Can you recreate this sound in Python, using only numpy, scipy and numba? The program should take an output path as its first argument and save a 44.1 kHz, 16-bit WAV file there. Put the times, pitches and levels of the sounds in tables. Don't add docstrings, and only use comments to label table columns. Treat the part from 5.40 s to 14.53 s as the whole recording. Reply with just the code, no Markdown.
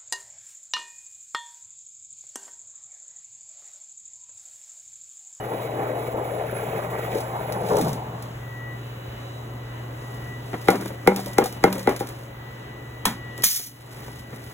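import sys
import numpy as np
from scipy import signal
from scipy.fft import rfft, irfft, next_fast_len
from scipy.io import wavfile
from scipy.ndimage import uniform_filter1d
from numba import njit

SR = 44100
rng = np.random.default_rng(int(sys.argv[2]) if len(sys.argv) > 2 else 0)


def master_out(mix):
    frames = np.transpose(np.atleast_2d(mix))
    ceiling = np.clip(frames, -1, 1)
    pcm = np.round(ceiling * 32767).astype(np.int16)
    wavfile.write(sys.argv[1], SR, pcm)


N = 402633
T = np.arange(N) / SR
SIZE = next_fast_len(N + SR // 2)
F = np.maximum(np.arange(SIZE // 2 + 1) * SR / SIZE, 1.)

# [t/s, level/dB]
AIR_SPECTRUM = [(25, -80), (45, -7.5), (70, -5.5), (150, -10.5), (300, -8.5), (600, -12), (1000, -14),
                (1600, -19), (2400, -22.5), (3500, -28.5), (5000, -36.5), (7000, -35), (10000, -39.5),
                (15500, -34.5)]
AIR_LEVEL = [(0, -43), (3, -38.5), (5, -38.5), (6.8, -40.5), (7.5, -40), (9.13, -41.5)]
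# [t/s, level/dB]
HUM_LEVEL = [(0, -35), (1.5, -33.5), (2.5, -33), (5, -32.5), (6.5, -35), (7.2, -38), (7.9, -36),
             (9.13, -39.5)]
HUM_HZ = 119.7
# [f/Hz, width/Hz, level per pass/dB]
COMPRESSOR_PEAKS = [(138.5, 7.2, 0.7), (278.7, 2.1, -3.5), (420, 2, -1.5), (553, 4.5, -1)]
COMPRESSOR_DB = -45.5
# [t/s, second partial level/dB, other partials level/dB]
WHINE_LEVEL = [(0, -50.5, -54), (.4, -48, -58), (.9, -53, -59), (1.3, -53.5, -57), (2.4, -52, -60),
               (2.9, -61.5, -62), (3.5, -56, -56), (4.0, -56, -55), (4.32, -47, -60), (4.8, -56, -53),
               (4.95, -47.5, -54.5), (5.15, -46.5, -63), (5.55, -52, -63), (5.9, -43, -59),
               (6.15, -52, -49), (6.7, -60, -62), (7.0, -47.5, -61.5), (7.5, -41.5, -60.5),
               (8.0, -43, -52.5), (8.6, -49, -60), (9.13, -48, -64)]
# [multiple of the fundamental, level/dB, change under load/dB]
PARTIALS = [(1, -16, 0.1), (3, 3.5, -2.5), (4, 1.5, -7)]
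TURN_SWELLS = [6, 9.9, 19.6, 12.7, 5, 6.3]
WHINE_HZ, TURN_S, LOADED_S, WHINE_FLICKER_DB = 980, 1.605, 1.58, 2.2
LOAD_RISE_S, LOAD_FALL_S, SAG_SHARE = .26, .16, .009
SWELL_EARLY_S, SWELL_LATE_S, SWELL_EDGE_S = 0.19, 0.19, 0.08

# [middle t/s, length/s, level/dB]
CRACKLE_EVENTS = [(1.775, .1, -41), (2.387, 0.29, -38), (4.745, 0.36, -53.5), (5.103, 0.17, -50),
                  (5.367, 0.32, -43.5), (5.808, 0.28, -42.5), (6.077, 0.21, -51), (6.325, 0.21, -43),
                  (6.64, 0.49, -52), (8.396, 0.89, -48), (9.05, 0.29, -48.5)]
CRACKLE_EDGE_S = 0.041
# [t/s, level/dB, thud level/dB, casing ring level/dB]
CLACK_EVENTS = [(7.654, -15, -3.5, -26), (8.036, -23, -4, -27)]
# [f/Hz, level/dB, decay by 60 dB/s]
CASING_MODES = [(1080, -4, 0.031), (1320, -2, 0.039), (1770, 4.5, 0.018), (3370, 2, 0.0098),
                (4020, 5, 0.0043)]
THUD_HZ, THUD_CYCLES, THUD_LATE_S, THUD_RING_DB = 195.5, 5.8, 0.01825, -1.5
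# [t/s, flow level/dB]
VENT_FLOW = [(8.02, -80), (8.034, -28), (8.042, -2.5), (8.063, -4), (8.09, -9), (8.168, -10), (8.188, -16),
             (8.27, -26), (8.3, -36), (8.5, -80)]
# [f/Hz, level/dB]
VENT_SPECTRUM = [(300, -26), (1500, -0.5), (3500, 8), (6200, 13), (8000, 7.5), (10500, 13), (13000, 11.5),
                 (14500, 15), (15800, 6.5)]
# [t/s, level/dB]
TICK_EVENTS = [(1.749, -36), (1.784, -33), (1.8043, -33), (2.123, -28), (2.369, -25.5), (2.385, -29),
               (2.412, -25.5), (2.492, -33), (2.53, -28.5), (2.824, -33.5), (5.357, -32), (5.4113, -34),
               (5.458, -35), (5.7613, -18), (5.792, -39), (5.799, -32), (5.8597, -28), (5.9327, -35.5),
               (6.04, -20), (6.058, -23), (6.125, -34.5), (6.327, -19.5), (6.381, -30), (6.3934, -34),
               (6.4295, -39), (6.492, -26), (6.5218, -44), (6.563, -29), (6.593, -36), (6.601, -30),
               (6.671, -34), (6.6888, -36), (7.978, -32.5), (8.022, -28), (8.683, -49)]
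# [f/Hz, level/dB]
BRIGHT_SPECTRUM = [(800, -4), (2500, 7.5), (4000, 9), (7000, 5.5), (11000, 7), (13500, 4), (15800, 3.5)]
TICK_T60_S, TICK_TAIL_DB, TICK_TAIL_T60_S = 0.018, -11.5, 0.21

# [t/s, level/dB, hardness/dB, boom/dB, rim crack level/dB]
BLOWS = [(5.284, 1, -2, 3, -21), (5.3031, -20, 7, 2, -16.5), (5.674, 3, -4.5, 4, -16.5),
         (5.983, 0, -6, 0, -16), (6.239, 2, -3, 3.5, -17), (6.473, -4.5, -4, -15, -31),
         (6.606, -16, -26, -1, -53)]
# [f/Hz, level/dB, decay by 60 dB/s]
COUNTER_MODES = [(192.8, -10, 0.53), (330, -25, 0.11), (378.3, 1.5, 0.13), (457, 7, 0.067),
                 (503.6, 4.5, 0.095), (592, -9, 0.23), (790, 8.5, 0.063), (817, -1, 0.14), (936, -12, 0.27),
                 (1334, -7, 0.066), (1425, -4.5, 0.091), (2030, -8, 0.099), (2146, -7, 0.098),
                 (2270, -25, 0.38), (3960, -13, 0.048)]
DETUNE_SHARE, DAMPING_SHARE = .012, .15
# [t/s, level/dB, decay by 60 dB/s]
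SCUFF_EVENTS = [(5.132, -28, 0.069), (5.334, -35, 0.054), (6.609, -50, 0.081), (5.14, -27.5, 0.19),
                (5.505, -36, 0.058), (7.981, -36.5, 0.37), (8.198, -26, 0.084), (8.682, -33.5, 0.082),
                (8.93, -37, 0.24)]
# [t/s, level/dB, f/Hz]
RATTLE_EVENTS = [(5.329, -15, 704), (5.409, -39, 714), (5.47, -45, 500), (5.504, -30, 552),
                 (5.719, -14, 823), (5.747, -23, 785), (5.769, -23, 830), (5.793, -21, 752),
                 (5.869, -24, 573), (6.039, -17, 497), (6.057, -16, 754), (6.126, -35, 721),
                 (6.279, -19, 966), (6.329, -24, 990), (6.379, -21, 540), (6.519, -42, 490),
                 (6.559, -42, 794), (8.683, -40, 615)]
RATTLE_CYCLES, RATTLE_OVERTONE, RATTLE_OVERTONE_DB = 7.6, 1.63, -12

# [t/s, rumble level/dB, hiss level/dB, bubble f/Hz]
STEAM_COURSE = [(0, -30.5, -43.5, 582), (1.0, -29.5, -43, 565), (1.7, -31, -42, 546), (1.95, -29, -45, 802),
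                (2.1, -30, -41, 590), (2.3, -27.5, -43, 590), (2.4, -22, -51, 404), (2.42, -25.5, -46, 201),
                (2.53, -28, -57, 160), (2.58, -36, -55, 814), (2.66, -43.5, -62, 840),
                (2.91, -41, -72, 770), (3.0, -59, -70, 770)]
STEAM_END_S = STEAM_COURSE[-1][0]
# [f/Hz, width/Hz, level/dB]
PITCHER_PEAKS = [(174, 160, -5), (410, 210, 7.5), (455, 29, 8), (620, 480, -1.5), (790, 35, 0),
                 (790, 280, 6.5)]
JET_PEAKS = [(1280, 420, 25.5), (2190, 270, 25), (3410, 390, 10.5), (6700, 3300, 4), (11460, 5200, 12),
             (14800, 1900, 8)]
# [f/Hz, width/Hz, level relative to the hiss/dB]
TIP_WHISTLES = [(7410, 170, -17.5), (11000, 100, -17.5)]
WHISTLE_WAVER_DB = 4
# [t/s, swell/dB, spit/dB, pitch shift/octave, fade/s]
GULP_EVENTS = [(.5, 3, -0.5, -0.086, 0.033), (.93, 2.5, 0, 0.063, 0.053), (1.76, 9, 3, -0.38, 0.028),
               (1.97, 2.5, 4, 0.21, 0.066), (2.319, 7, -4.5, -0.082, 0.049), (2.432, 5.5, 4, -0.15, 0.062),
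               (2.6, 6, 6, 0.002, 0.089)]
GULP_RISE_S, GULP_CHURN_DB, GULP_NARROWING = 0.021, -4, 0.52
BUBBLE_SPREAD_OCT, SURGE_DB, SURGES_PER_S = 1.104, 1.5, 18
# [t/s, level/dB, f/Hz]
POP_EVENTS = [(0.338, -22, 590), (0.686, -19, 487), (0.743, -17, 487), (0.855, -18, 700), (0.919, -21, 520),
              (1.024, -18, 666), (1.129, -18, 549), (1.221, -23, 634), (1.442, -25, 620), (1.68, -20, 622),
              (1.76, -25, 460), (1.791, -24, 590), (2.09, -22, 604), (2.22, -19.5, 592), (1.737, -24, 228),
              (1.752, -21.5, 335), (2.321, -12, 583), (2.348, -12, 430), (2.382, -15, 402),
              (2.417, -20.5, 175), (2.444, -23, 185), (2.459, -26, 169), (2.525, -24, 160)]
POP_CYCLES = 2.9
FIZZ_HZ, FIZZ_SPREAD_OCT, FIZZ_DB, FIZZ_BUNCH_DB = 1568, 1.25, 0, 2.5
# [t/s, level/dB]
ROLL_LEVEL = [(0, -65), (.9, -50), (1.3, -40), (1.9, -48), (2.3, -37), (2.45, -39), (2.55, -37),
              (2.65, -45)]
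ROLL_HZ, ROLL_WIDTH_HZ = 176, 130

# [f/Hz, left's phase lead/rad, left minus right level/dB]
SHOP_PORTS = [(272, 0.5, -0.5), (565, -1.5, 3), (1200, -2, 0), (1820, -1, -0.5), (2090, 3, 7.5),
              (2540, 3.5, -2.5), (3160, -4, 3)]
COUNTER_PORTS = [(297, 0, 1.5), (516, 0.76, 2), (825, 1.2, 8.5), (987, -0.5, -2), (1640, 1.5, 1),
                 (2250, -1.8, -5.5), (2515, 3, 5), (3200, 1.55, -2)]
WAND_PORTS = [(264, -1, -8), (440, -0.24, 3), (623, -0.63, 12), (740, -1.15, 2), (1210, -1.8, -2.5),
              (1610, -1.66, -4), (2030, 1.57, -7.5), (2920, 1.5, -2.5)]
# [f/Hz, share]
PORT_DIFFERENCE = [(150, 0.69), (400, 0.26), (650, 1.68), (2500, 0.7), (3500, 2.1), (4500, 0.011),
                   (15000, 0.034)]
PORT_LAG_S, PORT_TURN_RAD = 10.4 / 44100, 3.8
TOP_HZ = 15800


def undb(db):
    return 10 ** (np.asarray(db) / 20)


def unit(x):
    return x / np.sqrt(np.mean(x ** 2))


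def samples(s):
    return (s * SR).astype(np.int64)


def curve(table):
    s, *columns = np.transpose(table)
    return [np.interp(T, s, c) for c in columns]


def over_hz(table, column=1):
    rows = np.array(table, float)
    return np.interp(np.log(F), np.log(rows[:, 0]), rows[:, column])


def shape(x, response):
    return irfft(rfft(x, SIZE) * response, SIZE)[..., :N]


def noise(response, flicker_db=0.):
    return unit(shape(undb(flicker_db) * rng.standard_normal(N), response))


def resonances(table):
    return sum(undb(db) / (1 + 1j * (F - hz * hz / F) / width) for hz, width, db in table)


def ringing(modes, f):
    hz, db, t60 = np.transpose(modes)[:, :, None]
    damped_f = f - 1j * np.log(1000) / (2 * np.pi * t60)
    return undb(db) * SR * hz / (hz * hz - damped_f ** 2) / (2 * np.pi)


def walk(rate):
    k = int(SR / rate)
    held = np.repeat(rng.standard_normal(N // k + 1), k)
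    return 1.5 * uniform_filter1d(uniform_filter1d(held, k), k)[:N]


def bursts(times, gains, t60s):
    out = np.zeros(N)
    for s, g, t60 in zip(times, gains, t60s):
        i = int(s * SR)
        tail = out[i:i + int(1.2 * t60 * SR)]
        tail += g * undb(-60 * np.arange(len(tail)) / SR / t60)
    return out


def swells(times, rise_s, fade_s):
    late = T - np.reshape(times, (-1, 1))
    return np.exp(-(late / np.where(late < 0, rise_s, np.reshape(fade_s, (-1, 1)))) ** 2)


@njit
def grains(n, start, hz, cycles, size, glide):
    out = np.zeros(n)
    for k in range(len(start)):
        step = 2 * np.pi * hz[k] / SR
        decay = np.exp(-hz[k] / cycles[k] / SR)
        phase, a = 0., size[k]
        length = int(5 * cycles[k] / hz[k] * SR)
        for i in range(start[k], min(n, start[k] + length)):
            out[i] += a * np.sin(phase)
            phase += step * (1 + glide * (i - start[k]) / length)
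            a *= decay
    return out


@njit
def follower(x, attack, release):
    out, e = np.empty(len(x)), 0.
    for i in range(len(x)):
        e += (x[i] - e) * (attack if x[i] > e else release)
        out[i] = e
    return out


def ports(x, table, other, diffuse):
    spaced = np.clip(F / 200 - 1, 0, 1)
    treble = F > table[-1][0]
    lead = np.where(treble, 2 * np.pi * F * PORT_LAG_S - PORT_TURN_RAD, over_hz(table))
    level_db = spaced * (F < table[-1][0]) * over_hz(table, column=2)
    tilt = undb(level_db / 2) * np.exp(.5j * spaced * lead)
    apart = np.clip(diffuse * over_hz(PORT_DIFFERENCE), 0, 3) * (spaced + 0.17)
    common, differing = rfft(x, SIZE), apart * rfft(other, SIZE)
    pair = np.array([(common + differing) * tilt, (common - differing) / tilt])
    return irfft(pair / np.sqrt(1 + apart ** 2), SIZE)[:, :N]


def shop():
    out = 0
    spectrum = rfft(rng.standard_normal((2, SIZE))) * undb(over_hz(AIR_SPECTRUM))
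    for hz in 30 * 2. ** np.arange(10):
        band = np.cos(np.pi / 2 * np.clip(np.log2(F / hz), -1, 1)) ** 2
        out = out + undb(1.1 * walk(9)) * irfft(spectrum * band, SIZE)[:, :N]
    return unit(out) * undb(curve(AIR_LEVEL)[0])


def hum():
    return undb(curve(HUM_LEVEL)[0] + .5 * walk(6.4)) * np.sin(2 * np.pi * HUM_HZ * T + 0.055 * walk(4.2))


def compressor():
    return undb(COMPRESSOR_DB) * noise(resonances(COMPRESSOR_PEAKS) ** 2)


def gear_whine():
    db, other_db = curve(WHINE_LEVEL)
    loaded_s = LOADED_S + TURN_S * np.arange(-1, 5)
    load = swells(loaded_s, LOAD_RISE_S, LOAD_FALL_S).max(0)
    late = T - loaded_s[:, None]
    inside = np.minimum(late + SWELL_EARLY_S, SWELL_LATE_S - late)
    held = np.clip(inside / SWELL_EDGE_S + .5, 0, 1)
    speed = 1 - SAG_SHARE * load + 0.000598 * walk(6)
    turn = 2 * np.pi * np.cumsum(WHINE_HZ * speed) / SR
    second_db = db + np.array(TURN_SWELLS) @ held + WHINE_FLICKER_DB * walk(7.0)
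    out = undb(second_db) * np.sin(2 * turn)
    for k, rel_db, load_db in PARTIALS:
        out += undb(other_db + rel_db + load_db * load + 2.0 * walk(19)) * np.sin(k * turn)
    return out


def crackles():
    moving = 0
    for s, length, db in CRACKLE_EVENTS:
        outside = np.maximum(abs(T - s) - length / 2 + CRACKLE_EDGE_S, 0)
        moving = moving + undb(db) * np.exp(-outside / CRACKLE_EDGE_S)
    return moving * noise(undb(over_hz(BRIGHT_SPECTRUM)), 2.6 * walk(300))


def vent():
    return undb(curve(VENT_FLOW)[0]) * noise(undb(over_hz(VENT_SPECTRUM)), 1.4 * walk(150))


def clacks():
    s, db, thud_db, ring_db = np.transpose(CLACK_EVENTS)
    envelope = bursts(s, undb(db), s * 0 + 0.045) + bursts(s, undb(db - 1.5), s * 0 + 0.17)
    crack = envelope * rng.standard_normal(N)
    thud = bursts(s + 0.014, undb(db + thud_db), s * 0 + 0.25)
    thud *= noise(resonances([(212, 69, 9.0), (890, 780, -3.5)]))
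    boom_gain = undb(db + thud_db + THUD_RING_DB)
    thud += grains(N, samples(s + THUD_LATE_S), s * 0 + THUD_HZ, s * 0 + THUD_CYCLES, boom_gain, 0.)
    casing = shape(crack * undb(np.interp(T, s, ring_db)), ringing(CASING_MODES, F).sum(0))
    return undb(-6.0) * shape(crack, undb(over_hz(BRIGHT_SPECTRUM))) + casing + thud


def ticks():
    s, db = np.transpose(TICK_EVENTS + [(row[0], row[-1]) for row in BLOWS])
    envelope = bursts(s, undb(db), s * 0 + TICK_T60_S)
    envelope += bursts(s, undb(db + TICK_TAIL_DB), s * 0 + TICK_TAIL_T60_S)
    return envelope * noise(undb(over_hz(BRIGHT_SPECTRUM)))


def counter_blows():
    s, db, hard_db, boom_db, _ = np.transpose(BLOWS)
    f = F[F < 6500]
    blows = undb(db)[:, None] * np.exp(-2j * np.pi * f * s[:, None])
    spread = np.exp(-2j * np.pi * 2 * .005 * np.sqrt(500 * f)) * np.exp(2j * np.pi * f * 0.00104)
    mode_hz = np.array(COUNTER_MODES)[:, :1]
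    place_db = 2.2 * rng.standard_normal((len(s), len(COUNTER_MODES))).T
    share = undb(place_db + (mode_hz > 1000) * (hard_db + 2.5) + (mode_hz < 350) * boom_db - 12)
    scatter = rng.standard_normal((len(s), len(COUNTER_MODES), 3))
    bends = np.exp(np.array([DETUNE_SHARE, 0, DAMPING_SHARE]) * scatter)
    thump = resonances([(453, 890, 22.6), (1290, 1800, 12.0)])[:len(f)] / (1 + (f / 2500) ** 4)
    rung = thump * blows.sum(0)
    for blow, part, bend in zip(blows, share.T, bends):
        rung = rung + blow * (part @ ringing(COUNTER_MODES * bend, f))
    return irfft(spread * rung / (1 + (130 / f) ** 4), SIZE)[:N]


def counter_rattle():
    s, db = np.transpose(BLOWS)[:2]
    tail = bursts(s - .009, undb(db - 28.0), s * 0 + 0.23)
    tail += bursts(s + 0.0092, undb(db - 15.0), s * 0 + 0.19)
    tail += bursts(s + 0.03, undb(db - 32.5), s * 0 + 0.82)
    scuff_s, scuff_db, scuff_t60 = np.transpose(SCUFF_EVENTS)
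    tail += bursts(scuff_s, undb(scuff_db), scuff_t60)
    response = resonances([(300, 290, 37), (1100, 500, 9), (2050, 400, -6)]) / (1 + (F / 3000) ** 4)
    return unit(shape(rng.standard_normal((2, N)), response)) * tail * undb(3.2 * walk(90))


def small_rattles():
    s, db, hz = np.transpose(RATTLE_EVENTS)
    out = 0
    for k, rel_db in [(1, 0), (RATTLE_OVERTONE, RATTLE_OVERTONE_DB)]:
        out = out + grains(N, samples(s), k * hz, k * RATTLE_CYCLES + 0 * hz, undb(db + rel_db), 0.)
    return out


def jet():
    out = noise(resonances(JET_PEAKS), 2.1 * walk(61.33) + 1.2 * walk(7.15))
    for hz, width, db in TIP_WHISTLES:
        out += undb(db + WHISTLE_WAVER_DB * walk(8.9)) * noise(resonances([(hz, width, 0)]) ** 2)
    return out


def pops():
    s, db, hz = np.transpose(POP_EVENTS)
    return grains(N, samples(s), hz, s * 0 + POP_CYCLES, undb(db), 0.18)


def steam(count=3600):
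    rumble_db, hiss_db, pitch = curve(STEAM_COURSE)
    s, swell_db, spit_db, octaves, fade_s = np.transpose(GULP_EVENTS)
    gulp = swells(s, GULP_RISE_S, fade_s)
    any_gulp = gulp.max(0)
    rumble_db = rumble_db + swell_db @ gulp + SURGE_DB * walk(SURGES_PER_S)
    on = np.clip((STEAM_END_S - T) / 0.12, 0, 1)
    live = slice(0, 3 * SR)

    chance = rng.random((count, 4)).T
    start = samples(chance[0] * STEAM_END_S)
    spread = BUBBLE_SPREAD_OCT * (1 - GULP_NARROWING * any_gulp)
    hz = (pitch * 2 ** (octaves @ gulp))[start] * 2 ** (spread[start] * (chance[1] - .5))
    size = undb(np.minimum(-3.0 * np.log(chance[3] + 1e-4), 8)) * np.sqrt(hz)
    bubbles = grains(N, start, hz, 1.5 + 5.9 * chance[2], size, 0.11)

    churn = undb(2.2 * walk(50)) * rng.standard_normal(N)
    pitcher = unit(shape(churn, resonances(PITCHER_PEAKS) / (1 + (F / 1200) ** 4)))
    body = bubbles / bubbles[live].std() + undb(GULP_CHURN_DB * any_gulp + 1.0) * pitcher
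    body = shape(body, 1 / (1 + (90 / F) ** 4))
    roll = unit(shape(churn, resonances([(ROLL_HZ, ROLL_WIDTH_HZ, 0)]) ** 2))
    roll = undb(curve(ROLL_LEVEL)[0] + 0.78 * walk(26.2)) * roll

    fizz_hz = FIZZ_HZ * 2 ** (FIZZ_SPREAD_OCT * (chance[2] - .5) + 0.248 * walk(12)[start])
    bunch = undb(FIZZ_BUNCH_DB * (walk(45.57) + walk(9.14))[start])
    fizz_size = size * bunch * (FIZZ_HZ / fizz_hz) ** 0.82
    fizz = grains(N, start, fizz_hz, 2.0 + 4 * chance[1], fizz_size, 0.17)

    rumble = undb(rumble_db) * body / body[live].std()
    hiss = undb(hiss_db + spit_db @ gulp) * jet() + undb(hiss_db + FIZZ_DB) * fizz / fizz[live].std()
    return pops() + on * (roll + rumble + hiss)


def scene():
    air, other_air = shop()
    motors = gear_whine() + compressor() + hum()
    bright = ticks() + crackles() + clacks() + vent()
    rattle, other_rattle = counter_rattle()
    near = counter_blows() + small_rattles() + rattle + bright
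    wand = steam()
    near_difference = other_rattle + 0.51 * np.roll(bright, 300)
    wand_difference = np.roll(wand, 1900)
    return (ports(air + motors, SHOP_PORTS, other_air, 0.6)
            + ports(near, COUNTER_PORTS, near_difference, 0.34)
            + ports(wand, WAND_PORTS, wand_difference, 0.17))


def record(dry):
    heard = shape(dry[0], 0.4 + F / 8000) ** 2
    level = np.sqrt(follower(heard, 1 / (0.078 * SR), 1 / (.09 * SR)))
    gain = np.maximum(level / undb(-22.0), 1) ** -.7
    top_cut = signal.ellip(10, .2, 80, TOP_HZ, fs=SR, output="sos")
    return signal.sosfilt(top_cut, np.tanh(0.86 * dry * gain) / 0.95)


dry = scene()
out = record(dry)
master_out(out)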